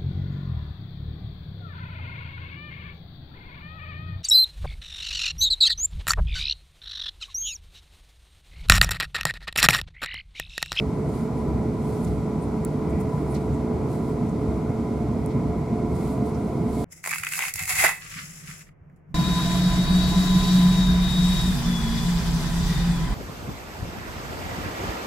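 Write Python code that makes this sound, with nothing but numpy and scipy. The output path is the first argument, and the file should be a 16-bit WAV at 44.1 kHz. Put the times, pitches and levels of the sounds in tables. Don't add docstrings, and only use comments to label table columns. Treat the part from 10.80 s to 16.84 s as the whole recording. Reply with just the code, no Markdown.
import sys
import numpy as np
from scipy import signal
from scipy.fft import rfft, irfft
from scipy.io import wavfile
from scipy.ndimage import uniform_filter1d

SR = 44100
rng = np.random.default_rng(int(sys.argv[2]) if len(sys.argv) > 2 else 0)


def wav_out(sig):
    wavfile.write(sys.argv[1], SR, np.round(np.clip(np.atleast_2d(sig).T, -1, 1) * 32767).astype(np.int16))


N = 266506
TIME = np.arange(N) / SR
FREQ = np.maximum(np.arange(N // 2 + 1) * SR / N, 1)


def coach():
    # f/Hz, level/dB
    panel_colour = [(60, -43), (90, -8), (110, 1), (190, 1), (270, -0.5), (330, -10), (450, -30),
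                    (900, -94)]
    floor_colour = [(35, -35), (48, -23), (56, 0.5), (85, 3), (102, -7.5), (135, -38), (300, -71)]
    sway_colour = [(10, -18), (22, -6), (32, 7), (44, -3), (54, 10), (70, -11), (150, -52.5)]
    # f/Hz, width/Hz, level/dB
    panel_modes = [(130, 8.8, 2.7), (150, 24.6, 3.8), (216.4, 5.1, 2), (231.3, 23, 3.2)]
    floor_modes = [(67.6, 2.5, 12), (79, 6, 3)]
    # t/s, level/dB
    rough_spots = [(.74, -28.5), (.84, -30), (1.25, -27.5), (2.15, -29), (2.28, -28.5), (2.70, -28),
                   (3.40, -24.5), (3.60, -28), (3.84, -30), (4.28, -26), (4.53, -24.5), (4.62, -25.5),
                   (4.91, -29), (5.02, -23.5), (5.37, -26), (5.80, -24.5)]
    dips = [(.03, -32.5), (.66, -26.5), (1.25, -29.5), (2.08, -27.5), (2.67, -29), (2.92, -32), (3.47, -35),
            (3.66, -31), (4.15, -35), (4.35, -41), (4.65, -30.5), (5.06, -28.5), (5.88, -42)]
    panel_power = undb(-27) ** 2 + blows(rough_spots, rise_s=0.01, hold_s=0.044, fall_s=0.024)
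    floor_power = undb(-36.5) ** 2 + blows(dips, rise_s=0.027, hold_s=0.016, fall_s=0.15)
    boom = driven(field(structure(floor_colour, floor_modes)), floor_power, window_s=0.12)
    rumble = driven(field(structure(panel_colour, panel_modes)), panel_power, window_s=0.18)
    sway = field(spectra(sway_colour)[0]) * undb(-48.5)
    return rumble + undb(-0.75) * boom + sway


def rolling():
    # f/Hz, level/dB
    rail_colour = [(150, -43), (260, 2), (320, 9.5), (400, 6), (470, 3.5), (530, -1), (750, -3.5),
                   (920, -6.5), (1120, -11), (1350, -12), (1500, -19), (1750, -27.5), (2600, -34),
                   (6000, -82)]
    wheel_colour = [(1200, -53), (1800, -9), (2000, 2.5), (2350, -1), (2550, -7.5), (2900, -24),
                    (5000, -50)]
    # f/Hz, width/Hz, level/dB
    rail_modes = [(648, 14, 4.5), (991, 20.5, 2.5), (1046, 33, -6)]
    wheel_modes = [(1935, 50, 1), (2200, 160, -8)]
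    # t/s, level/dB
    roughness = [(0, -34.5), (.6, -33), (1.4, -34), (1.95, -32.5), (3.2, -32.5), (4.35, -33.5), (5.0, -33),
                 (5.7, -33.5), (6.04, -33.7)]
    # t/s, level/dB, rise/s, fall/s
    ring_swells = [(.65, -65, .5, .4), (2.19, -53, 0.16, .03), (2.555, -52.5, 0.034, .06),
                   (4.52, -59, .12, .15), (4.9, -64, .1, .06), (5.25, -62, .12, .2)]
    roar = field(structure(rail_colour, rail_modes)) * undb(curves(roughness)[0] + 0.5 * walk(3.3))
    ring_power = undb(-58.5) ** 2 + swells(ring_swells)
    ring = field(structure(wheel_colour, wheel_modes)) * np.sqrt(ring_power) * undb(0.24 * walk(21))
    return roar + ring


def traction(whine_hz=430.9, mesh_hz=701):
    # t/s, level/dB
    whine_level = [(0, -36.5), (.85, -38), (1.4, -37), (2.15, -34.5), (2.6, -38.5), (3.3, -35),
                   (4.45, -36.5), (6.04, -37.5)]
    # t/s, level/dB
    gear_load = [(0, -53), (1.5, -56), (3.3, -51), (4.3, -50), (5.0, -44), (5.35, -46), (5.65, -50.5),
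                 (6.04, -43)]
    # f/Hz, width/Hz, level/dB
    casing_modes = [(696, 36, 4), (2157, 83, -14)]
    # f/Hz, level/dB, left minus right/dB, flutter/dB
    hums = [(68.6, -44, 0, 2.5), (274.5, -47.5, -2, 2), (838, -60, -2, 2), (862, -63, 0, 2),
            (970.5, -57.5, 6, 2), (1406, -68, 0, 2)]
    whine = tone(whine_hz, curves(whine_level)[0], pan_db=-4.0, flutter_db=1.5, wobble_rad=0.24)
    gear_db = curves(gear_load)[0]
    mesh = tone(mesh_hz, gear_db - 7.5, pan_db=-13, flutter_db=4.5, wobble_rad=1.0)
    casing = field(sum(undb(db) * abs(resonance(hz, width)) ** 2 for hz, width, db in casing_modes))
    return whine + mesh + casing * undb(gear_db) + sum(tone(*row) for row in hums)


def handling():
    # f/Hz, level/dB
    cloth_colour = [(1200, -22), (2600, -4.5), (4200, 0.5), (6000, -4.5), (8000, 0.5), (10200, -1),
                    (12500, -6.5), (15500, -15.5)]
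    fingertip = [(10000, -2), (13000, -2), (15500, -10)]
    # t/s, level/dB, rise/s, fall/s
    strokes = [(.38, -57, .12, 0.082), (.59, -62, .05, .06), (1.11, -55.5, .11, 0.19),
               (1.26, -60, 0.065, 0.14), (2.5, -61.5, 0.38, 0.26), (3.13, -57, 0.055, 0.079),
               (3.29, -59.5, 0.091, .06), (5.17, -56.5, 0.065, 0.066), (5.28, -53.5, 0.091, 0.095),
               (5.47, -58, .03, .05), (5.62, -62, 0.16, 0.27), (6.0, -51, 0.12, .09)]
    # t/s, level/dB, length/s, f/Hz, width/Hz
    scuffs = [(.585, -68, 0.027, 10400, 1200), (1.236, -57, .02, 10000, 2000),
              (1.249, -46.5, .006, 7500, 5000), (1.28, -54, .009, 4500, 4000),
              (1.632, -56.5, .03, 8900, 1800), (2.103, -59, .015, 8000, 6000),
              (2.21, -51.5, 0.015, 9000, 8000), (2.52, -54, .035, 9700, 1800),
              (2.549, -46.5, 0.0072, 5460, 6500), (2.56, -49.5, 0.023, 4320, 4000),
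              (2.745, -62, .03, 7500, 2500), (3.494, -58, .012, 7000, 3000),
              (4.512, -57, 0.022, 3800, 3000), (5.553, -56, 0.021, 5500, 2000)]
    out = field(spectra(cloth_colour)[0]) * np.sqrt(swells(strokes)) * undb(1.1 * walk(90))
    soft = spectra(fingertip)[0]
    for s, db, length, hz, width in scuffs:
        envelope = np.exp(-2 * ((TIME - s) / length) ** 2)
        out += field(soft * abs(resonance(hz, width)) ** 2) * envelope * undb(db)
    return out


def ticks():
    # t/s, peak level/dB, pitch ratio to the modes, chatter t60/s, contact cutoff/Hz
    snaps = [(1.8494, -21, 1.01, 0.0067, 15000), (4.461, -33, 1.1, 0.011, 9500)]
    # f/Hz, width/Hz, level/dB
    modes = [(4500, 1400, -15.5), (7900, 810, -0.5), (9770, 2100, 1.5), (12000, 1300, -14),
             (14800, 1200, -3)]
    out = 0
    for s, db, pitch, t60, contact_hz in snaps:
        decay = (TIME >= s) * undb(-60 * np.maximum(TIME - s, 0) / t60)
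        push = decay * rng.standard_normal((2, N))
        push[:, int(s * SR)] += 6
        body = sum(undb(mode_db) * resonance(pitch * hz, width) ** 2 for hz, width, mode_db in modes)
        snap = irfft(rfft(push) * body / (1 + (FREQ / contact_hz) ** 4), N)
        out = out + undb(db) * snap / abs(snap).max(axis=1, keepdims=True)
    return out


def vents():
    # f/Hz, level/dB
    air_colour = [(1200, -4), (2800, 0.5), (4300, 1.5), (6200, -2), (7600, -2), (8800, -4.5), (10300, -6),
                  (12500, -11.5), (15500, -21)]
    return field(spectra(air_colour)[0]) * undb(-58 + 0.27 * walk(4.5))


def tone(hz, db, pan_db, flutter_db, wobble_rad=0.092):
    phase = 2 * np.pi * (hz * TIME + rng.random()) + wobble_rad * walk(5.5)
    note = np.sqrt(2) * np.sin(phase) * undb(db + flutter_db * walk(4.5))
    return note * undb(np.array([[pan_db], [-pan_db]]) / 2)


def field(gain):
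    # f/Hz, side minus mid/dB, left minus right/dB
    image = [(60, -22, 0.5), (150, -30, -0.8), (350, -15, -2), (523, -10.5, -4), (800, -6, 0.5),
             (1010, -12, 2.5), (1340, -4.5, -1), (2100, -6.5, -1), (4700, -5.5, -1.1), (8600, 1, -1),
             (12500, 0, -6.5)]
    spread, balance = spectra(image)
    mid, side = rfft(rng.standard_normal((2, N)))
    left = (mid + spread * side) * np.sqrt(balance)
    right = (mid - spread * side) / np.sqrt(balance)
    y = irfft(np.array([left, right]) * gain, N)
    return y / y.mean(axis=0).std()


def structure(colour, modes):
    peaks = sum(undb(db) ** 2 * abs(resonance(hz, 1.5 * width)) ** 4 for hz, width, db in modes)
    return np.sqrt(spectra(colour)[0] ** 2 + peaks)


def resonance(hz, width):
    return 1 / (1 + 1j * (FREQ / hz - hz / FREQ) * hz / width)


def driven(x, power, window_s):
    own_power = uniform_filter1d(x.mean(axis=0) ** 2, int(window_s * SR) + 1)
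    return x * np.sqrt(power / own_power)


def blows(table, rise_s, hold_s, fall_s):
    power = 0
    for s, db in table:
        attack = np.clip((TIME - s) / rise_s, 0, 1)
        decay = np.exp(-np.maximum(TIME - s - rise_s - hold_s, 0) / fall_s)
        power += (undb(db) * attack * decay) ** 2
    return power


def swells(table):
    power = 0
    for s, db, rise, fall in table:
        from_peak = (TIME - s) / np.where(TIME < s, rise, fall)
        power += (undb(db) * np.exp(-from_peak ** 2)) ** 2
    return power


def walk(rate_hz):
    y = irfft(rfft(rng.standard_normal(N)) / (1 + (FREQ / rate_hz) ** 4), N)
    return (y - y.mean()) / y.std()


def curves(table):
    s, *columns = np.transpose(table)
    return [np.interp(TIME, s, c) for c in columns]


def spectra(table):
    hz, *columns = np.transpose(table)
    return [undb(np.interp(np.log(FREQ), np.log(hz), c)) for c in columns]


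def undb(db):
    return 10 ** (np.asarray(db) / 20)


def scene():
    return coach() + rolling() + traction() + vents() + handling() + ticks()


def record(dry, lead_hz=30, top_hz=15800):
    lead = np.exp(1j * np.arctan(lead_hz / FREQ))
    pair = np.array([dry[0], irfft(rfft(dry[1]) * lead, N)])
    return signal.sosfilt(signal.ellip(10, .1, 80, top_hz, fs=SR, output="sos"), pair)


dry = scene()
out = record(dry)
wav_out(out)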